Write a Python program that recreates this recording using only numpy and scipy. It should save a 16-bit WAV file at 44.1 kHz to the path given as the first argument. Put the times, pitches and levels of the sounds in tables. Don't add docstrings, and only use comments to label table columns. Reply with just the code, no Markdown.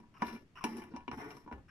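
import sys
import numpy as np
from scipy import signal
from scipy.io import wavfile

SR = 44100
rng = np.random.default_rng(int(sys.argv[2]) if len(sys.argv) > 2 else 0)


def wrap_up_sound(samples):
    columns = np.atleast_2d(samples).T
    tamed = np.clip(columns, -1, 1)
    steps = np.round(tamed * 32767).astype(np.int16)
    wavfile.write(sys.argv[1], SR, steps)


N = 74970
TIME = np.arange(N) / SR
RING_TIME = TIME[:SR // 2]
CUTOFF_HZ = 14200
SLIPS_PER_S = 1700

# hz, level_db (relative)
CROWD_SPECTRUM = [(40, -28), (150, -6), (290, 8), (520, -3.5), (680, -6.5), (900, 5), (1250, -4),
                  (1600, -12.5), (2700, -10.5), (3400, -22.5), (4750, -20.5), (5400, -9), (5850, -11),
                  (6300, -31), (11500, -27), (14500, -43.5)]


def amp(db):
    return 10 ** (np.asarray(db) / 20)


def read(points, hz):
    f, value = np.transpose(points)
    return np.interp(np.log(hz + 1), np.log(f), value)


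def level(times, dbs):
    inside = (TIME >= times[0]) * (TIME <= times[-1])
    return amp(np.interp(TIME, times, dbs)) * inside


def unit(x):
    return x / np.sqrt(np.sum(x ** 2) / 2 + 1e-20)


def pan(db):
    gains = np.array([amp(db / 2), amp(-db / 2)])
    return gains / np.sqrt(np.mean(gains ** 2, 0))


def convolve(x, response):
    return signal.fftconvolve(np.atleast_2d(x), np.atleast_2d(response), axes=1)[:, :N]


def colour(x, points, size=4096):
    hz = abs(np.fft.fftfreq(size, 1 / SR))
    log_gain = np.log(amp(read(points, hz)))
    min_phase = np.exp(np.conj(signal.hilbert(log_gain)))
    taps = np.fft.ifft(min_phase).real[:size // 2]
    return convolve(x, taps)[:, :x.shape[-1]]


def stereo_noise(count, t60=None, size=256):
    # hz, left_right_coherence
    likeness = [(100, 0.81), (400, 0.98), (900, 0.16), (1500, 0.043), (2500, 0.11), (6000, 0.0099)]
    # hz, left_right_db
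    balance = [(200, 1.5), (1400, 2.5), (2300, 2), (4200, 7), (8000, 4), (10000, 2), (11500, -9.5),
               (14000, 1)]
    hz, t, (a, b) = signal.stft(rng.standard_normal((2, count)), SR, nperseg=size)
    same = np.clip(read(likeness, hz), -1, 1)[:, None]
    pair = np.array([a, same * a + np.sqrt(1 - same ** 2) * b])
    pair = pair * pan(read(balance, hz))[:, :, None]
    if t60:
        pair = pair * amp(-60 * t / read(t60, hz)[:, None])
    return signal.istft(pair, SR, nperseg=size)[1][:, :count]


def slips(per_s):
    spread_db = 3.6
    size = amp(spread_db * np.minimum(rng.exponential(1, N), 3.5)) * rng.choice([-1, 1], N)
    force = size * (rng.random(N) < per_s / SR)
    return force / (force.std() + 1e-9)


def wobble():
    smooth_s = 0.0046
    lowpass = signal.butter(2, .5 / smooth_s, fs=SR, output="sos")
    x = signal.sosfilt(lowpass, rng.standard_normal(N))
    return x / x.std()


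def click(spectrum):
    return unit(colour(np.ones((2, 1)) * (RING_TIME == 0), spectrum))


def crowd(spectrum):
    # hz, t60_s
    crowd_t60 = [(100, 0.32), (1000, 0.076), (3000, 0.087), (12000, 0.098)]
    crack_db, crack_s = 0, 0.0072
    crack = 1 + amp(crack_db) * np.exp(-RING_TIME / crack_s)
    return unit(colour(stereo_noise(len(RING_TIME), crowd_t60) * crack, spectrum))


def ring(damping=1):
    # hz, level_db (relative), t60_s (at damping 1), left_right_db
    modes = [(232, 0.5, 0.17, -4.5), (404, -15, 0.22, 6), (779.3, -7, 0.09, 8.5), (888, -4.5, 0.063, -4.5),
             (971, 2.5, 0.12, 1.5), (1078.4, -10.5, 0.14, 12), (1095, -13, 0.13, 12),
             (1449, -0.5, 0.065, -1.5), (1528, -4.5, 0.032, 2), (1733, -11.5, 0.19, 10),
             (1810, -24.5, 0.22, -2), (2230, -26, 0.1, 9), (2367, -4.5, 0.048, 9), (2770, -15.5, 0.13, 24),
             (2938, -19, 0.13, -8), (3970, -26.5, 0.12, 1), (5500, -45, 0.023, 7), (10000, -18.5, 0.09, -2)]
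    rise_cycles, phase_spread_hz = 0.53, 1280
    t, out = RING_TIME, 0
    for hz, db, t60_s, side_db in modes:
        lead = -min(hz / phase_spread_hz, np.pi / 2) * np.array([[.5], [-.5]])
        envelope = amp(db - 60 * t * damping / t60_s) * (1 - np.exp(-t * hz / rise_cycles))
        out = out + pan(side_db)[:, None] * envelope * np.sin(2 * np.pi * hz * t + lead)
    return unit(out)


def registers(response):
    edges = [528, 1320, 2080, 3720, 7500]

    def band(edge_hz, kind, order):
        return unit(signal.sosfilt(signal.butter(order, edge_hz, kind, fs=SR, output="sos"), response))
    bass = band(edges[0], "low", order=3)
    ring_band = band(edges[:2], "band", order=2)
    middle = [band(pair, "band", order=3) for pair in zip(edges[1:], edges[2:])]
    sizzle = band(edges[-1], "high", order=4)
    return [bass, ring_band, *middle, sizzle]


def workshop():
    # hz, level_db (relative)
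    room_tone = [(20, 9), (45, -8), (70, 7.5), (140, 4.5), (260, 0.5), (550, -13), (1000, -14), (2500, -19),
                 (4000, -26), (5600, -27), (8000, -33), (12500, -39), (14500, -78)]
    room_db = -64
    air = colour(stereo_noise(N), room_tone)
    return amp(room_db) * air / air.std()


def bench():
    # time_s, level_db
    shuffle = [(1.519, -41.5), (1.551, -55), (1.596, -57), (1.649, -86)]
    # hz, level_db (relative)
    shuffle_colour = [(30, -12), (80, 4), (200, 1.5), (600, -6), (1500, -14), (5000, -44.5)]
    # start_s, level_db
    thuds = [(0.259, -53), (0.967, -53.5), (1.125, -49.5), (1.531, -42.5)]
    thud_hz, sag_hz_per_s, t60_s, rise_s = 73.3, 200, 0.25, 0.0032
    out = convolve(slips(SLIPS_PER_S) * level(*np.transpose(shuffle)), crowd(shuffle_colour))
    for start_s, db in thuds:
        t = np.maximum(TIME - start_s, 0)
        envelope = amp(db - 60 * t / t60_s) * (1 - np.exp(-t / rise_s)) * (t < t60_s)
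        cycles = (thud_hz - sag_hz_per_s * t / 2) * t
        out = out + envelope * np.sin(2 * np.pi * cycles)
    return out


def fingers():
    # start_s, length_s, level_db, pitch_hz
    grips = [(0.14, 0.031, -59.5, 1060), (0.166, 0.0072, -54, 1280), (0.207, 0.047, -55, 1090),
             (0.555, 0.011, -52.5, 2700), (0.5708, 0.0036, -47.5, 1320), (0.579, 0.014, -48.5, 1430),
             (0.6075, 0.0059, -45, 1060), (0.617, 0.014, -50.5, 1030), (1.682, 0.057, -59.5, 1680)]
    # hz, level_db (relative)
    grip_colour = [(100, -12), (350, -3), (600, -13), (1050, 10), (1700, 0.5), (2300, 1), (2850, 1.5),
                   (3400, -17.5), (4600, -27), (5500, -4.5), (6500, -34), (12000, -26), (14500, -56)]
    attack_s, release_s, ridges_per_s = 0.00067, 0.0044, 2100
    peak_db, peak_octaves = 8.5, 0.22
    out, hz = 0, np.geomspace(100, CUTOFF_HZ, 100)
    for start_s, length_s, db, pitch_hz in grips:
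        attack = np.clip((TIME - start_s) / attack_s, 0, 1)
        release = np.exp(-np.maximum(TIME - start_s - length_s, 0) / release_s)
        pressure = amp(db) * attack * release
        peak = peak_db * np.exp(-(np.log2(hz / pitch_hz) / peak_octaves) ** 2)
        spectrum = np.transpose([hz, read(grip_colour, hz) + peak])
        response = unit(crowd(spectrum) + click(spectrum))
        out = out + convolve(pressure * slips(ridges_per_s), response)
    return out


def judders():
    # start_s, length_s, first_hz, last_hz, level_db (sine peak)
    judder_table = [(0.312, 0.057, 230, 222.5, -42.5), (0.699, .11, 232, 237.3, -42),
                    (0.741, 0.031, 335, 399, -47), (0.78, 0.027, 311, 430, -52.5),
                    (0.936, 0.026, 232, 261, -40), (1.169, 0.0224, 232, 260, -44.5),
                    (1.213, 0.063, 267.4, 308.5, -45.5), (1.313, 0.063, 386, 434, -57)]
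    jitter, flutter = 0.05, 0.22
    out = 0
    for start_s, length_s, first_hz, last_hz, db in judder_table:
        progress = np.clip((TIME - start_s) / length_s, 0, 1)
        hz = (first_hz + (last_hz - first_hz) * progress) * (1 + jitter * wobble())
        swell = amp(db) * np.sqrt(abs(np.sin(np.pi * progress))) * (1 + flutter * wobble())
        out = out + swell * np.sin(2 * np.pi * np.cumsum(hz) / SR)
    return out


def threads():
    # time_s, bass_db, middle_db, treble_db
    turns = [
        [(.18, -103, -72, -68), (.19, -59, -58, -77.5), (.245, -74, -48.5, -64), (.275, -44.5, -48, -54.5),
         (.315, -62, -51.5, -66.5), (.335, -44, -50.5, -59), (.36, -52.5, -52, -65.5),
         (.385, -65.5, -64, -75.5), (.43, -61, -76, -82)],
        [(.66, -57, -42.5, -59.5), (.705, -47.5, -52.5, -65), (.755, -51.5, -52.5, -68),
         (.785, -49.5, -50.5, -59), (.815, -51.5, -50, -68.5), (.85, -62, -59, -78), (.905, -59, -65, -87)],
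        [(.905, -53, -65, -73), (.93, -53.5, -57, -83), (.955, -49, -48, -73), (.975, -56, -60, -87),
         (1.04, -71.5, -66.5, -85)],
        [(1.125, -45.5, -45, -69.5), (1.165, -70, -61, -69.5), (1.18, -48.5, -47.5, -66.5),
         (1.23, -50, -46, -66), (1.275, -48, -51, -71.5), (1.295, -61, -54, -66.5),
         (1.325, -52.5, -52.5, -68.5), (1.39, -65, -67, -72.5), (1.45, -70, -68.5, -83)],
    ]
    # damping, clang_db and clink_db (re middle), sizzle_db (re treble)
    holds = [(1.1, -4.5, -7, -4.5), (1.1, -6.5, -9.5, -2.5), (1.1, -26, -14.5, -14), (1.5, -3.5, -12, -1.5)]
    # hz, level_db (relative)
    scrape_colour = [(100, 6), (233, 0.5), (380, 4), (600, 5.5), (1050, 3), (1500, 6.5), (2800, 5.5),
                     (4000, 2), (5700, -5.5), (10000, -10.5), (13000, -2.5)]
    crowd_db, click_db = -0.5, -12.5
    out = 0
    for turn, (damping, clang_db, clink_db, sizzle_db) in zip(turns, holds):
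        times, bass, middle, treble = np.transpose(turn)
        force = slips(SLIPS_PER_S)
        body = ring(damping) / damping
        body = body + amp(crowd_db) * crowd(CROWD_SPECTRUM) + amp(click_db) * click(CROWD_SPECTRUM)
        parts = registers(colour(body, scrape_colour))
        curves = [bass, middle, middle + clang_db, middle + clink_db, treble, treble + sizzle_db]
        for dbs, part in zip(curves, parts):
            out = out + convolve(force * level(times, dbs), part)
    return out


def knocks():
    # start_s, bass_db, ring_db, clang_db, clink_db, hiss_db, sizzle_db, damping (by the hand)
    knock_table = [(.001, -52, -56.5, -69, -70.5, -76, -81, 1.4),
                   (.032, -58.5, -58, -68, -86, -93, -90, 0.44),
                   (0.2202, -29.5, -26, -33, -43, -51, -64, 1.04),
                   (0.281, -70, -74, -50, -49.5, -74, -76, 0.55),
                   (0.6400, -29, -29.5, -36, -36, -41.5, -45, 1.04),
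                   (0.7684, -44.5, -72, -60, -56.5, -70, -57, 0.64),
                   (0.838, -59, -62, -58, -60, -76, -67, 2.8), (0.937, -50, -51, -63, -66, -87, -97, 1.1),
                   (0.9623, -54, -41, -55, -54, -56.5, -74.5, 0.55),
                   (1.004, -67, -63, -65.5, -63, -79, -97, 0.94),
                   (1.0788, -36.5, -36.5, -53, -45, -63.5, -94, 1.34),
                   (1.1138, -44.5, -40.5, -44.5, -49.5, -57, -75, 2.1),
                   (1.305, -68, -54, -54.5, -52.5, -58.5, -72, 1.06),
                   (1.367, -66, -51.5, -61, -62, -64, -73, 1.05),
                   (1.462, -48, -54.5, -71, -75.5, -85, -97, 2.4),
                   (1.476, -49, -43.5, -59, -68, -77.5, -95, 0.45),
                   (1.513, -41, -42, -61, -61, -75, -100, 1.16),
                   (1.525, -68, -44, -48, -55, -68, -103, 0.81)]
    knock_s = 0.008
    crowd_db, click_db = -2, -17
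    out = np.zeros((2, N))
    for start_s, *dbs, damping in knock_table:
        body = ring(damping)
        body = body + amp(crowd_db) * crowd(CROWD_SPECTRUM) + amp(click_db) * click(CROWD_SPECTRUM)
        mix = sum(amp(db) * part for db, part in zip(dbs, registers(body)))
        hit = np.sqrt(knock_s * SR) * mix
        at = max(round(start_s * SR), 0)
        out[:, at:at + hit.shape[1]] += hit[:, :N - at]
    return out


def scene():
    return workshop() + bench() + fingers() + judders() + threads() + knocks()


def record(dry):
    taps = signal.firwin(255, CUTOFF_HZ, window=("kaiser", 9), fs=SR)
    return signal.oaconvolve(dry, taps[None], "same")


dry = scene()
out = record(dry)
wrap_up_sound(out)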